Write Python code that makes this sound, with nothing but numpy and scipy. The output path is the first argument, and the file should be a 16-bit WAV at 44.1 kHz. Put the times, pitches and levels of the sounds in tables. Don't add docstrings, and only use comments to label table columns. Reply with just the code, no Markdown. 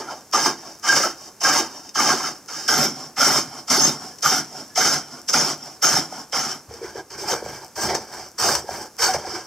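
import sys
import numpy as np
from scipy import signal
from scipy.fft import rfft, irfft, next_fast_len
from scipy.io import wavfile
from scipy.ndimage import uniform_filter1d, map_coordinates

SR = 44100
rng = np.random.default_rng(int(sys.argv[2]) if len(sys.argv) > 2 else 0)


def to_wav(sig):
    pcm = np.clip(np.atleast_2d(sig), -1, 1) * 32767
    pcm = np.round(pcm).astype(np.int16)
    wavfile.write(sys.argv[1], SR, pcm.T)


N = 417186


def amp(db):
    return 10 ** (np.asarray(db) / 20)


def unit(x):
    return x / np.sqrt(np.mean(x ** 2) + 1e-20)


def along(points, hz):
    f, v = np.transpose(points)
    return np.interp(np.log(hz + 1), np.log(f + 1), v)


def wobble(rate):
    knots = rng.standard_normal(int(N * rate / SR) + 4)
    return map_coordinates(knots, [np.arange(N) * rate / SR])


def filtered(x, response):
    m = next_fast_len(x.shape[-1] + 8192)
    spectrum = rfft(x, m) * response(np.fft.rfftfreq(m, 1 / SR))
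    return irfft(spectrum, m)[..., :x.shape[-1]]


def causal(points):
    def response(f):
        cepstrum = irfft(np.log(amp(along(points, f))))
        cepstrum[1:len(f) - 1] *= 2
        cepstrum[len(f):] = 0
        return np.exp(rfft(cepstrum))
    return response


def modes(table, place):
    def response(f):
        total = 0
        for k, row in enumerate(table):
            hz, width, level_db = row[0], row[1], row[2 + place]
            damping = 1j * f * width
            total = total + (-1) ** k * amp(level_db) * damping / (hz ** 2 - f * f + damping)
        return total
    return response


def patchy(x, depth_db, bins, frames):
    z = signal.stft(x, nperseg=512)[2]
    field = uniform_filter1d(rng.standard_normal(z.shape[1:]), bins, 0)
    field = uniform_filter1d(field, frames, 1)
    return signal.istft(z * amp(depth_db * unit(field)), nperseg=512)[1][:, :N]


MOVE_TIMES = [2.676, 6.67]


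def places():
    edges = [0] + [round(s * SR) for s in MOVE_TIMES] + [N]
    return [slice(a, b) for a, b in zip(edges, edges[1:])]


# f/Hz, relative level per Hz/dB
STILL_SPECTRUM = [(18, -49), (30, -5.5), (327, -1.5), (511, -4.5), (757, -5.5), (1460, -9), (1850, -13),
                  (3120, -20), (4060, -20), (5420, -6.5), (9410, -17), (14300, -20.5), (15900, -31)]
STILL_LEVELS = [-50, -49.5, -50.5]


def still():
    air = unit(filtered(rng.standard_normal((2, N)), lambda f: amp(along(STILL_SPECTRUM, f))))
    place = np.searchsorted(MOVE_TIMES, np.arange(N) / SR)
    return air * amp(np.array(STILL_LEVELS)[place] + 0.8 * wobble(6))


# f/Hz, time to fall 60 dB t60/s
SHOP_DECAY = [(200, 0.39), (2000, 0.16), (10000, 0.083)]


def shop(x):
    hz, t, z = signal.stft(rng.standard_normal((2, SR // 2)), SR, nperseg=256)
    decay = amp(-60 * t / along(SHOP_DECAY, hz)[:, None])
    tail = signal.istft(z * decay, SR, nperseg=256)[1]
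    late = np.pad(x, ((0, 0), (300, 0)))
    return signal.fftconvolve(late, tail / np.linalg.norm(tail[0]), axes=1)[:, :N]


# t/s, length/s, f/Hz, level/dB before the wavering
SQUEAK_EVENTS = [(4.11, .05, 1705, -51), (4.696, 0.042, 1700, -51)]


def squeaks():
    out = np.zeros(N)
    for s, length, hz, db in SQUEAK_EVENTS:
        t = np.arange(round(length * SR)) / SR
        envelope = np.sin(np.pi * t / length) ** 0.4
        out[round(s * SR):][:len(t)] = amp(db) * np.sin(2 * np.pi * hz * t) * envelope
    return out * amp(1.5 * wobble(90))


# t/s, relative click level/dB
CHIP_SNAPS = [(0.3714, -15), (0.4614, -17), (0.889, 0), (1.4367, 0.5), (1.5604, -5), (1.8921, -17),
              (2.683, -7), (3.7007, -2), (4.1855, -18), (4.7768, 0), (5.3338, -13), (6.1254, -24),
              (6.739, -19), (7.9504, -3), (8.5508, 4.5), (9.0204, 0), (9.141, -9)]
# t/s, force level/dB, f/Hz, length/s
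WOOD_KNOCKS = [(0.083, -40, 1370, 0.016), (0.34, -30, 1193, .02), (0.458, -22, 1060, .003),
               (0.885, -26, 1600, 0.029), (.922, -27, 1600, 0.017), (1.033, -30, 1316, 0.029),
               (1.445, -28.5, 1600, 0.013), (1.987, -27, 1200, 0.014), (2.24, -36, 1354, 0.0099),
               (3.203, -30, 1356, 0.012), (4.257, -24, 1270, 0.0054), (4.774, -28.5, 713, 0.01),
               (5.338, -27.5, 1330, 0.0072), (5.836, -30.5, 1360, .012), (5.965, -30.5, 790, 0.0072),
               (6.123, -34, 730, 0.003), (6.684, -40, 94.2, 0.021), (6.704, -45.5, 466, 0.014),
               (6.734, -46, 470, .015), (6.811, -36, 398, 0.0073), (6.822, -38, 436, .012),
               (6.839, -38, 380, .022), (6.951, -35.5, 445, 0.0069), (6.972, -43, 420, .012),
               (7.0, -46, 423, 0.011), (7.181, -40, 372, 0.01), (7.237, -41, 826, .012),
               (7.326, -30, 515, 0.011), (7.335, -24, 1190, .006), (7.421, -30.5, 450, 0.0042),
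               (7.459, -32.5, 603, 0.0035), (7.53, -41, 895, 0.0032), (7.885, -30.5, 360, .012),
               (7.945, -25, 390, 0.0054), (8.486, -30.5, 1510, 0.0064), (8.639, -39, 390, .007),
               (8.688, -29, 698, .004), (9.084, -33, 766, 0.037), (9.141, -28, 576, 0.007),
               (9.244, -42, 770, 0.018), (9.271, -36, 500, 0.0045), (9.333, -40, 343, 0.033)]


def blows():
    snap, knock = np.zeros((2, N + SR))
    t = np.arange(SR // 20) / SR
    for s, db in CHIP_SNAPS:
        crackle = 0.16 * amp(-60 * t / 0.05) * rng.standard_normal(len(t))
        snap[round(s * SR):][:len(t)] += amp(db) * (crackle + (t == 0))
    ticks_per_s = 14
    ticks = (rng.random(N + SR) < ticks_per_s / SR) * amp(-21 + 4 * rng.standard_normal(N + SR))
    snap[2:] += np.diff(ticks, n=2)
    for s, db, hz, length in WOOD_KNOCKS:
        turns = np.arange(round(length * SR)) * hz / SR
        envelope = np.sin(np.pi * np.sqrt(turns / turns[-1]))
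        knock[round(s * SR):][:len(turns)] += amp(db) * np.sin(2 * np.pi * turns) * envelope
    return snap[:N], knock[:N]


# blank's high modes level/dB,
# low modes level/dB, bed level/dB; singing of the steel level/dB, treble of the shaving level/dB
CUT_STROKES = [(-.2, 3, .02, 0.14, -20, -19.5, -1, 0.5, -2, 0, 0),
               (0.325, 5.9, 0.025, .14, -21, -18.5, -3, -4, -9.5, 2, 1),
               (.826, 14, 0.06, 0.21, -22, -20, -3.5, -6, -13, -7, 3),
               (1.404, 2, 0.01, .02, -29, -26.5, -5.5, -2.5, -11, 0, 4),
               (1.43, 1.7, 0.011, 0.16, -21.5, -19, -4, -5, -13, 0.5, 2),
               (1.946, 10.3, 0.051, 0.17, -20, -21.5, -3.5, -3.5, -9.5, 7, 1),
               (2.169, 3.6, 0.099, 0.12, -30, -30, -4, -5.5, -10, 14, 2.5),
               (2.478, 5.8, 0.066, .185, -32, -32.5, -7.5, -10, -13.5, 5, 1.5),
               (2.677, 1.2, 0.02, 0.18, -19.5, -22, -5, -7.5, -8, 1, -2),
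               (3.161, 13.7, 0.054, 0.23, -18.5, -22, -3.5, -7, -9.5, 0.5, 0.5),
               (3.675, 3, 0.013, 0.022, -28, -30, -6, -5, -5, 2, -2),
               (3.697, 3, .014, 0.19, -18, -24, -6, -5.5, -6.5, 4, 1),
               (4.222, 3.8, 0.033, .17, -19.5, -24.5, -4.5, -7.5, -12.5, 1.5, -1),
               (4.754, 6, .022, .19, -19.5, -20, -4, -7.5, -12.5, -1, -1),
               (5.281, 1, 0.015, 0.026, -25, -28, -13, -13.5, -15.5, 5.5, -2),
               (5.327, 1.2, 0.016, 0.18, -19.5, -26, -7.5, -6.5, -11.5, 1, -2.5),
               (5.82, 0.88, 0.015, 0.16, -18, -22, -5.5, -8, -8.5, 0, -0.5),
               (6.321, 6.8, 0.034, 0.2, -24, -31, -4, -7, -12, -1, -1.5),
               (7.1, 3.6, .03, 0.052, -38.5, -39, -5.5, -6, -4.5, 11, 0),
               (7.172, 11, 0.042, 0.063, -27.5, -32, -6.5, -3, -1.5, 4, 5),
               (7.254, 18.5, 0.051, 0.063, -23, -22.5, -6, -3, -9.5, 6.5, 3.5),
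               (7.755, 9.3, 0.077, 0.12, -26, -29, -9.5, -3.5, -4.5, 2, 5),
               (7.88, 2, 0.022, 0.04, -30.5, -33, -3, 5.5, -1, -3, -2),
               (7.943, 1, 0.01, 0.006, -25, -25, -15, -2.5, -7, 4, 1),
               (8.38, 7.3, 0.06, 0.18, -20.5, -25.5, -12.5, -5.5, -9, 2.5, 5),
               (8.98, 15, 0.046, 0.14, -19, -28.5, -7, -6, -12.5, 3, 4.5),
               (9.133, 1, 0.011, 0.012, -23, -25.5, -7.5, 0, -4, 1, -2)]
# high modes level/dB, low modes level/dB, bed level/dB
RUB_STROKES = [(0.034, 0.23, 0.37, -41, 2, 5, -1.5), (.53, .29, 0.49, -40, -4.5, -2, -3.5),
               (1.101, 0.24, 0.58, -38.5, -6, -4.5, -5), (1.636, 0.33, 0.42, -42.5, -7, -2, -3),
               (2.883, 0.31, 0.36, -39.5, -7, -2.5, -6), (3.452, .22, .5, -40.5, -3.5, 0, -4),
               (3.903, 0.3, 0.47, -39, -6, -1.5, -4.5), (4.434, 0.34, 0.42, -39, -7.5, -3, -5),
               (5.049, 0.23, 0.4, -41, -4, -2.5, -3.5), (5.533, 0.29, 0.47, -39, -6.5, -4, -4.5),
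               (6.027, 0.3, 0.46, -39.5, -2.5, -3.5, -3.5), (6.676, 0.19, 0.32, -45, -2.5, 1.5, 2.5),
               (6.801, 0.24, 0.26, -41, -1, 1.5, 3.5), (6.936, .11, 0.38, -39.5, -1, 1.5, 1),
               (7.407, 0.35, 0.34, -39.5, -2, -0.5, -1), (8.016, .33, 0.48, -36, -5, -1.5, -3),
               (8.604, 0.32, 0.48, -35, -3, 0.5, -0.5), (9.177, 0.32, 0.53, -32.5, -4, -3.5, -4.5)]
# lag behind the edge/s, change over one cut from afar/dB,
# the same heard beside the blank/dB, change over one rub/dB
BODY_FOLLOW = [(0, 0.5, -0.5, 0), (.003, -6, -0.5, -8), (.004, -4, 2, -3.5), (.008, 3, 3, -5)]
RUB_GROWS = 2.08
BITE_S, BITE_DB_PER_S, RELEASE_DB_PER_S = 0.004, 2600, 229


def strokes():
    ms = np.arange(0, N / SR, 0.001)
    start, entry, swell, length, full, end, *more = np.transpose(CUT_STROKES)[..., None]
    back, span, fastest, peak, *rub_over = np.transpose(RUB_STROKES)[..., None]
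    beside = start > MOVE_TIMES[-1]
    turn = np.clip((ms - back) / span, 0, 1)
    speed = abs(np.sin(np.pi * turn ** (np.log(0.5) / np.log(fastest))))
    levels = []
    for (lag, far_tilt, near_tilt, rub_tilt), over, under in zip(BODY_FOLLOW, [0] + more, [0] + rub_over):
        t = ms - lag - start
        held = full - abs(entry) * np.clip(1 - t / swell, 0, 1) + over
        held = held + (end - full) * np.clip((t - swell) / (length - swell), 0, 1)
        held = held + np.where(beside, near_tilt, far_tilt) * (np.clip(t / length, 0, 1) - 0.5)
        bite_db = BITE_DB_PER_S * np.clip(BITE_S - t, 0, 1)
        release_db = RELEASE_DB_PER_S * np.clip(t - length, 0, 1)
        cut_power = amp(held - bite_db - release_db) ** 2
        rub_power = (amp(peak + under + rub_tilt * turn) * speed ** RUB_GROWS) ** 2
        levels.append(10 * np.log10(cut_power.sum(0) + rub_power.sum(0) + 1e-7))
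    latest = np.searchsorted(start[:, 0], ms) - 1
    levels += [uniform_filter1d(colour[latest, 0], size=20) for colour in more[3:]]
    return [np.interp(np.arange(N) / SR, ms, level) for level in levels]


def tearing(grain_db, spike_db, spikes):
    breaks = (rng.random(N) < spikes / SR) * amp(spike_db + 1.1 * rng.standard_normal(N))
    return amp(grain_db) * (rng.standard_normal((2, N)) + breaks * rng.choice([-1, 1], (2, N)))


# f/Hz, relative level per Hz/dB
HISS_SPECTRA = [
    [(1120, -25), (1900, -12.5), (2040, -18.5), (2620, -13.5), (3100, -8.5), (3420, -30.5), (3700, -8.5),
     (4010, -27.5), (4380, -8), (5330, 3.5), (6420, -4), (6960, -9.5), (10900, -27), (12700, -24.5),
     (15900, -31)],
    [(1120, -34), (1900, -14), (2100, -18), (2690, -19), (3130, -14.5), (3940, -21), (5470, 3),
     (6590, -11.5), (6770, -9), (10100, -22), (10800, -29.5), (12700, -25), (13100, -27), (14800, -27),
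     (15900, -43)],
    [(300, -27.5), (1120, -2), (1900, -9.5), (2330, -14), (2640, -16), (3150, -13), (3390, -22),
     (4010, -24), (4540, -4), (5520, 2), (6090, -3), (6830, -11.5), (8240, -11.5), (10300, -28.5),
     (14300, -22), (15900, -38)],
]
# f/Hz, width/Hz, relative level/dB at place 1, 2, 3
BLANK_MODES = [(467, 52.4, -7, -5.5, 3.5), (567, 79, -9, -8, 0), (745.3, 77, -2.5, 0.5, 4.5),
               (899, 128, -5.5, -4, 2.5), (1100, 45, -5.5, -5, -10), (1183, 63, -5, -6, -12),
               (1370, 248, -5.5, -5, -8), (1478, 94, -4.5, -3, -1), (1600, 54, -4.5, -10, 2),
               (2100, 130, -12.5, -12.5, -9), (2230, 65, -13.5, -13, -4.5),
               (2392, 147, -18.5, -19.5, -12.5), (3082, 96, -14, -13.5, -10)]
# f/Hz, width/Hz, relative level/dB at place 1, 2, 3
BED_MODES = [(66.4, 41, -26, -22, -4), (145.3, 26, -8.5, -2.5, -6.5), (183, 22, -5.5, -1.5, -5.5),
             (253.6, 50, -1, 1.5, -7.5), (300.3, 63.6, 3.5, 2, -2), (380.5, 137, -0.5, -2, 1.5)]
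# f/Hz, width/Hz, relative level/dB at place 1, 2, 3
GOUGE_MODES = [(3678, 72, -34, -26.5, -26), (4520, 43, -39, -18.5, -16), (5310, 120, -22.5, -13.5, -23),
               (6380, 57, -17.5, -9.5, -16), (7050, 50, -57, -58, -47), (8650, 60, -29, -36, -46),
               (9690, 49, -42, -30, -56), (12330, 43, -42, -20, -36), (14800, 90, -40, -58, -34)]
LOW = 5


def cut():
    hiss_db, high_db, low_db, bed_db, sing_db, treble_db = strokes()
    bite = 1.65 * wobble(22) + 0.95 * wobble(60)
    fine = tearing(bite + 0.92 * wobble(350), spike_db=10.0, spikes=110)
    fine = patchy(fine, depth_db=2.0, bins=4, frames=4)
    treble = filtered(fine, lambda f: 1 / (1 + (7500 / (f + 1)) ** 8))
    fine = fine + (amp(treble_db) - 1) * treble
    coarse = tearing(1.28 * bite + 1.36 * wobble(150), spike_db=15.0, spikes=67)
    coarse = patchy(coarse, depth_db=3, bins=2, frames=5)
    load_db = hiss_db + 0.9 * (hiss_db + 21)
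    singing = patchy(rng.standard_normal((2, N)), depth_db=4.5, bins=5, frames=9)
    singing = amp(load_db + sing_db + 24.0) * singing
    snap, knock = blows()
    out = np.zeros((2, N))
    for place, part in enumerate(places()):
        for force, level_db, blow, body in [
                (fine, hiss_db, snap, causal(HISS_SPECTRA[place])),
                (coarse, high_db, knock, modes(BLANK_MODES[LOW:], place)),
                (coarse, low_db, knock, modes(BLANK_MODES[:LOW], place)),
                (coarse, bed_db, 0.46 * knock, modes(BED_MODES, place))]:
            scale = np.std(filtered(force[0, part], body))
            drive = amp(level_db) * force + blow
            out[:, part] += filtered(drive[:, part], body) / scale
        out[:, part] += filtered(singing[:, part], modes(GOUGE_MODES, place))
    return out


# f/Hz, side level/dB
PORTS_APART = [(40, -16), (120, -24), (300, -25), (1500, -27), (3600, -19), (4300, -11), (5500, -10.5),
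               (7000, -6.5), (9000, -5.5), (15000, -5.5)]
# f/Hz, level/dB
LEFT_OVER_RIGHT = [(100, -1.5), (1000, -0.53), (3500, -1.5), (4800, -5), (5200, -8), (5500, 3), (5850, 2.5),
                   (6600, 0.5), (9000, 0), (15000, 0.7)]
# f/Hz, left leads by phase/rad
LEFT_LEADS = [(4400, 0.024), (4800, 0.035), (5430, 1), (6100, 0.3), (7000, 0.83)]


def scene():
    lathe = cut() + squeaks()
    pair = lathe + amp(-12) * shop(lathe) + still()
    mid, side = filtered(pair, lambda f: np.array([f * 0 + 1, amp(along(PORTS_APART, f))]))

    def half(f):
        return amp(along(LEFT_OVER_RIGHT, f) / 2) * np.exp(0.5j * along(LEFT_LEADS, f))
    return filtered(np.array([mid + side, mid - side]), lambda f: np.array([half(f), 1 / half(f)]))


# f/Hz, width/Hz, depth/0-1
HOUSING_NOTCHES = [(1923, 71, 0.8), (4800, 69, 1)]
TOP_HZ = 15780


def housing(f):
    notches = 1
    for hz, width, depth in HOUSING_NOTCHES:
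        notches = notches * (1 - depth / (1 + (2 * (f - hz) / width) ** 2))
    return notches * f ** 3 / (f ** 3 + 50 ** 3) * (f < TOP_HZ)


def record(dry):
    soft = dry / (1 + np.abs(dry / 0.75) ** 4) ** (1 / 4)
    return filtered(soft, housing)


dry = scene()
out = record(dry)
to_wav(out)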